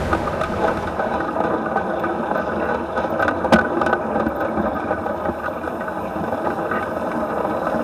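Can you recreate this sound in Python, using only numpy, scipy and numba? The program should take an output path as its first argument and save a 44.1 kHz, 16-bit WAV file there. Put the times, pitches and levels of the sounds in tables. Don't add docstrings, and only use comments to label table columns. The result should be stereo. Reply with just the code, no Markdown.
import sys
import numpy as np
from scipy import signal
from scipy.fft import rfft, irfft, next_fast_len
from scipy.io import wavfile
from scipy.ndimage import uniform_filter1d
from numba import njit

SR = 44100
rng = np.random.default_rng(int(sys.argv[2]) if len(sys.argv) > 2 else 0)


def generate_wav(sig):
    pcm = np.round(np.clip(np.atleast_2d(sig).T, -1, 1) * 32767).astype(np.int16)
    wavfile.write(sys.argv[1], SR, pcm)


N = 345303


def running_gear():
    # (time [s], body level [dB], rods and fittings [dB], chassis hum [dB])
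    rolling = [(0, -26, -47, -49), (.4, -24.5, -42.5, -50), (.8, -24.5, -42.5, -41), (1.5, -22.5, -46, -44),
               (2.2, -22.5, -44, -44), (2.95, -26, -44, -41.5), (3.4, -24, -45.5, -33),
               (3.7, -22, -46.5, -46.5), (4.2, -23.5, -48.5, -42.5), (5.0, -24.5, -47, -40),
               (5.4, -27, -47, -45), (6.1, -26, -46, -45), (6.7, -24.5, -46, -42),
               (7.15, -24, -44.5, -43.5), (7.45, -24.5, -47, -52.5), (7.83, -23, -42.5, -41)]
    # (pitch [Hz], width [Hz], relative level [dB], left minus right [dB])
    body_modes = [(82.4, 17, -2.5, 6.5), (183, 22, -7.5, 5), (223.2, 33.5, 0, 5), (327.3, 37.46, 1.47, 3),
                  (447, 35, -6, 7.5), (532, 56.4, -1, 4.5), (623.8, 45.5, 0.9, 7.5), (799, 58.4, -1, 4.5),
                  (976, 45.5, -7, 6.5), (1210.5, 62, -8, 9), (1266, 49.75, -8.5, 10.5),
                  (1474, 36.8, -10, 3.5), (1510, 40.7, -9, 0)]
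    # (pitch [Hz], width [Hz], relative level [dB], left minus right [dB])
    fitting_modes = [(1700, 125, -9, 0), (1856, 101, -4.5, 13), (1963, 136, -12, -23),
                     (2270, 216, 2.5, -8.5), (2473, 440, -0.5, 10), (2657, 225, 2, 0),
                     (3020, 108, -7.5, 19), (3570, 437, -1.5, 5.5), (3900, 244, -5.5, 14.5),
                     (4184, 180, -12.5, -14.5), (4700, 120, -22, 2), (5050, 1000, -13, 8),
                     (6340, 1100, -17, 2)]
    wall_hz, low_cut_hz = 1584, 77
    right_lag_s, fittings_lag_s, tick_lag_s = 7e-5, 0.00035, 0.0003
    rod_share, rod_loss_db = 0.39, -10
    hum_drive_db = 19
    upper_plate_db = 6
    mode_drift, drift_per_s = 0.3, 8

    roll, rattle, hum = undb(curves(rolling))
    hum = hum * undb(hum_drive_db + 0.81 * walk(4.03))
    s, shell_db, frame_db, plate_db, small_db, t60 = knocks()
    rod_db = rod_share * plate_db + (1 - rod_share) * small_db + rod_loss_db

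    thump = jolts(s, frame_db, 2.07 * t60, rise=0.0029)
    chassis = hum, undb(-3) * thump
    frame = roll * chatter(rate=16, spread_db=-10.0, t60=0.36), thump

    shell_push = roll * chatter(rate=60, spread_db=0.5, t60=0.046) + rough_swells(column=4)
    shell = shell_push, jolts(s, shell_db, t60, rise=0.00053)

    plate_push = roll * chatter(rate=45, spread_db=16.5, t60=0.049) + rough_swells(column=2)
    plate = plate_push, jolts(s, plate_db, t60, rise=0.0032)
    upper_plate = plate[0] + rough_swells(column=2), undb(upper_plate_db) * plate[1]

    rod_push = rattle * chatter(rate=43, spread_db=15.0, t60=0.029) + rough_swells(column=3)
    rods = rod_push, jolts(s, rod_db, 1.64 * t60, rise=0.0016)
    low_rods = rods[0] + undb(22.5) * rough_swells(column=3), undb(13.0) * rods[1]

    small_push = rattle * chatter(rate=43, spread_db=10.0, t60=0.034)
    small = small_push, jolts(s, small_db, 1.58 * t60, rise=0.0016)

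    def body_force(hz):
        if hz < 120:
            return chassis
        if hz < 400:
            return frame
        if hz < 1100:
            return shell
        return plate if hz < 1400 else upper_plate

    def fitting_force(hz):
        if hz < 2110:
            return low_rods
        return rods if hz < 2850 else small

    def drifting_ring(x, hz, width):
        return waver(x, hz + mode_drift * width * walk(drift_per_s), width)

    def double_ring(x, hz, width):
        return ring(ring(x, hz, width), hz, width)

    body = modes(body_modes, body_force, flicker_db=1.24, alike_hz=14000, snap=9.4, together=0.71,
                 resonate=drifting_ring)
    body = signal.sosfilt(signal.butter(6, wall_hz, fs=SR, output="sos"), body)
    body = signal.sosfilt(signal.butter(2, low_cut_hz, "high", fs=SR, output="sos"), body)
    fittings = modes(fitting_modes, fitting_force, flicker_db=2.0, alike_hz=9000, snap=4.2, together=0.43,
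                     resonate=double_ring)
    enclosed = housing(late(body, right_lag_s) + late(fittings, fittings_lag_s))
    return enclosed + ticks(s + tick_lag_s, small_db)


def knocks():
    # (time [s], shell [dB], frame [dB], plate [dB], small fittings [dB], base t60 of the jolt [s])
    clear_knocks = [(0.051, -40, -42, -38, -48, 0.025), (0.127, -14, -22, -7, -30.5, 0.026),
                    (0.147, -17, -26, -10.5, -35, 0.022), (0.272, -42.5, -46, -8, -38, 0.012),
                    (0.411, -15, -41, -7, -29, 0.019), (0.434, -32, -44, -12.5, -27.5, 0.04),
                    (0.636, -27, -42, -30, -36, 0.053), (0.676, -33, -41, -11.5, -32, 0.042),
                    (0.77, -46, -52, -19, -35, 0.02), (0.825, -21, -49, -32, -38, 0.02387),
                    (0.87, -39, -52, -13, -36.5, 0.063), (0.991, -22, -55, -19, -49, 0.2),
                    (1.119, -18, -39, -15, -54, 0.03), (1.136, -17, -25, -18, -39.5, 0.12),
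                    (1.201, -14, -43.5, -11, -42, 0.029), (1.241, -18, -40, -17, -58, 0.025),
                    (1.279, -32, -36, -17, -55, .02), (1.401, -9.5, -32, -25, -39, 0.016),
                    (1.436, -26, -27, -19, -39.5, 0.17), (1.536, -18, -35, -20, -58, 0.013),
                    (1.657, -30, -39, -12, -48, 0.016), (1.713, -16, -26, -19, -47, 0.015),
                    (1.757, -8, -30, -24, -53, 0.021), (1.766, -28, -34, -15.5, -42, 0.072),
                    (1.994, -39, -26, -21, -38, 0.01), (2.035, -32, -18.5, -8.5, -44, 0.056),
                    (2.23, -17, -45, -23, -69, 0.032), (2.31, -13, -26, -19, -54, 0.023),
                    (2.349, -19.5, -44, -16.5, -43, 0.14), (2.378, -25, -31, -16, -54, 0.11),
                    (2.49, -27, -44, -18, -52.5, 0.016), (2.687, -18.5, -22, -14, -42, 0.26),
                    (2.743, -17, -34, -28, -38, 0.027), (2.953, -24, -31, -19.5, -57, 0.17),
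                    (2.974, -16.5, -25, -23, -35.5, 0.14), (3.036, -16, -46, -18, -44, 0.08),
                    (3.193, -18, -32, -14, -40.5, 0.096), (3.222, -16, -42, -4, -31, 0.037),
                    (3.244, -20, -22, -15, -40, .04), (3.279, -12.5, -25, -2, -28, 0.031),
                    (3.308, -18, -44, -10, -41, 0.02078), (3.442, -13.5, -32, -22, -39, 0.015),
                    (3.521, -5, -3.5, -19, -36, 0.026), (3.524, -1.5, -4, -1, -20, 0.041),
                    (3.533, -2, -3, 3.5, -11.5, 0.017), (3.556, -7, -35, -4, -36, 0.017),
                    (3.584, -11.5, -20, -4.5, -36, 0.029), (3.61, -37.5, -23, -9, -37, 0.019),
                    (3.645, -16, -40, -9, -55, 0.015), (3.768, -12.5, -19, -18, -60, 0.02),
                    (3.812, -10.5, -16, -5, -35, 0.029), (3.861, -15, -9, -7.5, -24, 0.029),
                    (3.892, -17, -40, -18, -46, 0.078), (3.927, -6.5, -43, -1, -42, 0.018),
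                    (4.103, -16, -25, -37, -60.5, 0.021), (4.15, -24, -18, -36, -54, 0.21),
                    (4.196, -21, -23, -14, -37.5, 0.058), (4.262, -31, -8.5, -14, -40, 0.019),
                    (4.402, -23, -54, -19.5, -41, 0.11), (4.447, -27, -28, -18, -45, 0.072),
                    (4.571, -26, -22, -20, -61, 0.12), (4.666, -22, -30, -19, -51, 0.018),
                    (4.76, -26, -42, -17, -55, 0.09), (4.799, -48, -42, -24, -41, 0.03),
                    (4.905, -20, -40, -41, -63, 0.054), (4.923, -21, -32, -13.5, -57, 0.034),
                    (5.061, -13, -22, -15, -42, 0.025), (5.093, -23, -26, -19, -59, 0.055),
                    (5.25, -26, -22, -17.5, -58, 0.046), (5.284, -17, -11.5, -42, -63.5, 0.025),
                    (5.395, -24, -32, -18, -60, 0.015), (5.44, -37, -35, -14, -46, 0.024),
                    (5.457, -42, -43, -9, -40, 0.027), (5.48, -13, -26, -29, -58, 0.015),
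                    (5.674, -13, -36, -10.5, -43, 0.02), (5.805, -18, -33, -11.5, -49, 0.05303),
                    (5.878, -43, -43, -7.5, -54, 0.0085), (6.155, -25, -20.5, -36, -73, 0.17),
                    (6.322, -14, -24, -25, -55.5, 0.03), (6.47, -10, -20, -21, -42, 0.022),
                    (6.501, -14.5, -37, -13, -45, 0.019), (6.71, -30, -19, -8.5, -52, 0.046),
                    (6.752, -35, -22, -22, -60, 0.069), (6.824, -19, -29, -7, -42, 0.022),
                    (7.114, -34, -44.5, -6, -40, 0.024), (7.208, -24, -19, -33, -63, 0.07),
                    (7.371, -17, -25, -25, -62, 0.021), (7.402, -18.5, -34.5, -21, -48, 0.054),
                    (7.444, -15, -18, -30, -47, 0.091), (7.496, -17, -37, -40, -44, 0.034),
                    (7.545, -15.5, -31, -32, -53, 0.023), (7.666, -18, -29, -14, -45, 0.069),
                    (7.696, -28, -28, -20, -46, 0.018), (7.74, -20, -19, -20, -52, 0.03)]
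    faint_per_s, spread_db = 4, 5
    centre_db, t60 = np.array([-26, -30, -24, -51]), 0.05
    faint = []
    for moment, *luck in rng.random((int(faint_per_s * N / SR), 5)):
        levels = centre_db + 2 * spread_db * (np.array(luck) - 0.5)
        faint.append((moment * N / SR, *levels, t60))
    return np.transpose([*clear_knocks, *faint])


def jolts(times, db, t60, rise):
    env, t = np.zeros(N + SR), np.arange(SR // 8) / SR
    blows = np.broadcast(times, undb(db), np.maximum(t60, 0.005), np.maximum(rise, 2e-4))
    for s, gain, fall, up in blows:
        i = int(s * SR)
        attack = np.sin(np.pi / 2 * np.minimum(t / up, 1))
        decay = np.exp(-np.log(1000) * np.maximum(t - up, 0) / fall)
        env[i:i + len(t)] += gain * attack * decay
    return env[:N]


def chatter(rate, spread_db, t60):
    moment, strength = rng.random((int(rate * N / SR), 2)).T
    env = 1 + jolts(moment * N / SR, -8.0 + spread_db * strength, t60, 0.0016)
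    return env / np.sqrt(np.mean(env ** 2))


def rough_swells(column):
    # (time [s], length [s], plate level [dB], rods level [dB], shell level [dB])
    swell_rows = [(0.61, 0.12, -35, -58, -24.5), (1.337, 0.068, -46, -65, -34), (1.487, .08, -42, -63, -30),
                  (2.593, 0.1, -24, -46, -34), (5.408, 0.057, -26, -55, -45), (6.442, 0.03, -22, -45, -34),
                  (6.716, 0.11, -19.5, -45, -37), (7.294, .1, -50, -69, -32), (7.69, 0.092, -38, -65, -30)]
    t, env = np.arange(N) / SR, 0
    for row in swell_rows:
        swell = np.sin(np.pi * np.clip((t - row[0]) / row[1], 0, 1))
        env = env + undb(row[column]) * swell
    return env * undb(3 * walk(70))


def modes(table, force, flicker_db, alike_hz, snap, together, resonate):
    shake_db, wander, blow_grit = 10.5, 5.98, 0.68
    total = np.sqrt(sum(w * undb(db) ** 2 for _, w, db, _ in table) * np.pi / SR)
    out, common = 0, rng.standard_normal((2, N))
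    for k, (hz, width, db, side_db) in enumerate(table):
        steady, blows = force(hz)
        a, b = together * common + np.sqrt(1 - together ** 2) * rng.standard_normal((2, N))
        alike = np.exp(-hz / alike_hz)

        def both(v):
            return np.array([v, alike * v + np.sqrt(1 - alike ** 2) * b])

        phase_step = 2 * np.pi * hz / SR + np.sqrt(wander * width / SR) * rng.standard_normal(N)
        shake = undb(shake_db) * np.sqrt(width / SR) * np.cos(np.cumsum(phase_step))
        rough = steady * undb(flicker_db * walk(9)) * both(a) + blows * both(shake + blow_grit * a)
        rising = 1.0 * (np.diff(blows, prepend=0) > 0)
        contact = np.roll(np.diff(rising, prepend=0) > 0, 40)
        push = rough + snap * (-1) ** k * contact * blows
        out = out + undb(db) * pan(side_db) * resonate(push, hz, width)
    return out / total


@njit
def waver(x, hz, width):
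    y = np.empty_like(x)
    for c in range(x.shape[0]):
        band, low = 0., 0.
        for i in range(x.shape[1]):
            g, k = np.tan(np.pi * hz[i] / SR), width / hz[i]
            v = (band + g * (x[c, i] - low)) / (1 + g * (g + k))
            band = 2 * v - band
            low += 2 * g * v
            y[c, i] = k * v
    return y


def housing(x):
    # (centre [Hz], width [Hz], share removed at the centre)
    dips = [(1158, 39, 0.25), (1375, 75, 0.42), (1640, 37, 0.34), (1807, 160, 0.46), (2055, 210, 0.65),
            (2620, 71, .4)]
    for hz, width, share in dips:
        x = x - share * ring(x, hz, width)
    return x


def late(x, s):
    return np.array([x[0], np.roll(x[1], round(s * SR))])


def ticks(s, db):
    # (frequency [Hz], relative density [dB per Hz])
    tick_colour = [(2500, -29), (4500, 5.5), (6000, 0.5), (8000, -2), (11000, -28)]
    sizzle_colour = [(6500, -30), (8500, 7), (12000, -4), (14500, -18)]
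    tick_db, sizzle_db = -16, -17.5
    rise_s, t60_s = 0.0028, 0.034
    tick = jolts(s, db + tick_db, t60_s, rise_s) * colour(pair(0.3), tick_colour)
    sizzle = jolts(s, db + sizzle_db, 0.77 * t60_s, rise_s) * colour(pair(0.17), sizzle_colour)
    return pan(13.0) * (tick + sizzle)


def pings():
    # (first time [s], pings, level before damping and pan [dB], pitch [Hz])
    ping_runs = [(.413, 1, -19, 1500), (0.436, 1, -22, 1530), (3.28, 1, -7, 1492), (6.503, 1, -24, 1550),
                 (6.713, 1, -19, 1520), (7.115, 1, -23, 1510), (1.203, 1, -29, 1860), (4.925, 1, -36, 1890),
                 (5.254, 1, -31, 1880), (5.806, 1, -31, 1890), (6.457, 1, -37, 1950), (6.712, 1, -28, 1900),
                 (6.737, 1, -33, 2300), (6.754, 1, -28, 1900), (4.126, 1, -40, 2440),
                 (4.151, 1, -39.5, 2210), (4.301, 1, -37.5, 2300), (4.484, 1, -34, 2240),
                 (4.57, 1, -36, 2330), (4.645, 2, -42, 2330), (4.803, 4, -36, 2420), (5.256, 1, -35, 2260),
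                 (5.535, 5, -39, 2420), (6.503, 1, -40, 2450), (6.712, 1, -36, 2600), (6.826, 1, -31, 2250),
                 (7.116, 1, -29, 2300)]
    gap_s = 0.0385
    out, t = np.zeros(N + SR), np.arange(SR // 10) / SR
    for first, repeats, db, hz in ping_runs:
        tone = np.sin(2 * np.pi * hz * t) * np.minimum(t / 0.001, 1) * np.exp(-t / 0.0076)
        for k in range(round(repeats)):
            i = int((first + k * gap_s) * SR)
            out[i:i + len(t)] += undb(db) * tone
    chirp_s, chirp_db, from_hz, to_hz, glide_s = 0.824, -43, 5900, 5650, 0.025
    cycles = np.cumsum(to_hz + (from_hz - to_hz) * np.exp(-3 * t / glide_s)) / SR
    fade = np.minimum(t / 0.0022, 1) * np.exp(-3.2 * t / glide_s)
    i = int(chirp_s * SR)
    out[i:i + len(t)] += undb(chirp_db) * np.sin(2 * np.pi * cycles) * fade
    return pan(4.7) * out[:N]


def high_blips():
    # (peak time [s], level before roughness and pan [dB], pitch [Hz])
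    blip_peaks = [(2.001, -51, 13900), (2.376, -47, 13800), (2.655, -55, 14100), (3.105, -33, 14880),
                  (3.215, -47, 14100), (3.915, -56, 14000), (4.287, -46, 13800), (4.364, -44, 13800),
                  (4.41, -45, 13600), (4.492, -56, 14000), (4.616, -56.5, 13800), (4.683, -56, 13900),
                  (4.749, -50.5, 14000)]
    rise_s, fall_s = 0.0048, 0.00639
    half = SR // 20
    out, t = np.zeros(N + SR), np.arange(-half, half) / SR
    swell = np.exp(np.where(t < 0, t / rise_s, -t / fall_s))
    for s, db, hz in blip_peaks:
        i = int(s * SR) - half
        out[i:i + len(t)] += undb(db) * np.sin(2 * np.pi * hz * t) * swell
    roughness = 1 + 2.0 * ring(rng.standard_normal(N), 250, 400)
    return pan(12.964) * out[:N] * roughness


def steam():
    # (time [s], level [dB])
    steam_level = [(0, -66), (.8, -59), (1.5, -61), (4.9, -61.5), (5.8, -57), (7.83, -56)]
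    # (frequency [Hz], relative density [dB per Hz])
    hiss_colour = [(2650, -33), (4500, -15), (5090, 8), (5920, -2.5), (6400, 2), (7570, -0.5), (8530, 3),
                   (12500, -0.5), (13400, -36)]
    flutter = undb(walk(25))
    return undb(curves(steam_level)[0]) * flutter * pan(7.9) * colour(pair(0.043), hiss_colour)


def top_band():
    # (frequency [Hz], relative density [dB per Hz])
    top_colour = [(12000, -40), (12500, -8), (12850, -4), (13300, -10), (13700, -4), (14100, 5), (14250, 2),
                  (14330, -35), (14600, -70)]
    start_s, rise_s, top_db = 4.9, 0.28, -69
    fade_in = np.clip((np.arange(N) / SR - start_s) / rise_s, 0, 1)
    flutter = undb(2 * walk(30))
    return undb(top_db) * fade_in * flutter * pan(22.0) * colour(pair(0.66), top_colour)


def whine():
    whine_hz, whine_db = 11550, -75
    return pan(11) * undb(whine_db) * np.sin(2 * np.pi * whine_hz * np.arange(N) / SR)


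def fading_rush():
    # (time [s], level [dB])
    fade = [(0, -23), (.4, -29), (.83, -29.5), (.92, -35), (1.25, -42), (1.7, -49.5)]
    # (frequency [Hz], relative density [dB per Hz])
    rush_colour = [(12, -37), (20, 4), (55, 7), (79, 14.5), (130, 5), (208, 10), (331, -7), (380, 6.5),
                   (637, -0.5), (692, 2), (793, -10), (1410, -8), (1530, -6), (1900, -10), (2700, -16.5),
                   (13200, -36), (13900, -70)]
    level = undb(curves(fade)[0] + 0.29 * walk(4.6))
    return level * pan(0.24) * colour(pair(0.99), rush_colour)


def undb(db):
    return 10 ** (np.asarray(db) / 20)


def curves(table):
    s, *columns = np.transpose(table)
    return [np.interp(np.arange(N) / SR, s, c) for c in columns]


def ring(x, hz, width):
    return signal.lfilter(*signal.iirpeak(hz, hz / width, SR), x)


def walk(rate):
    k = int(SR / rate)
    steps = np.repeat(rng.standard_normal(N // k + 1), k)
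    return 1.47 * uniform_filter1d(uniform_filter1d(steps, k), k)[:N]


def pair(alike):
    a, b = rng.standard_normal((2, N))
    return np.array([a, alike * a + np.sqrt(1 - alike ** 2) * b])


def colour(x, points):
    hz, db = np.transpose(points)
    n = next_fast_len(N)
    f = np.maximum(np.arange(n // 2 + 1) * SR / n, 1)
    gain = undb(np.interp(np.log(f), np.log(hz), db))
    y = irfft(rfft(x, n) * gain, n)[..., :N]
    return y / np.sqrt(np.mean(y ** 2))


def pan(db):
    return undb(np.array([[db], [-db]]) / 2)


def scene():
    return running_gear() + pings() + high_blips() + steam() + top_band() + whine() + fading_rush()


def record(dry):
    clip_level, top_hz = 0.56, 14750
    squashed = np.tanh((np.abs(dry) / clip_level) ** 3.55) ** (1 / 3.454)
    loud = clip_level * squashed * np.sign(dry)
    return signal.sosfilt(signal.ellip(12, 0.2, 90, top_hz, fs=SR, output="sos"), loud)


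dry = scene()
out = record(dry)
generate_wav(out)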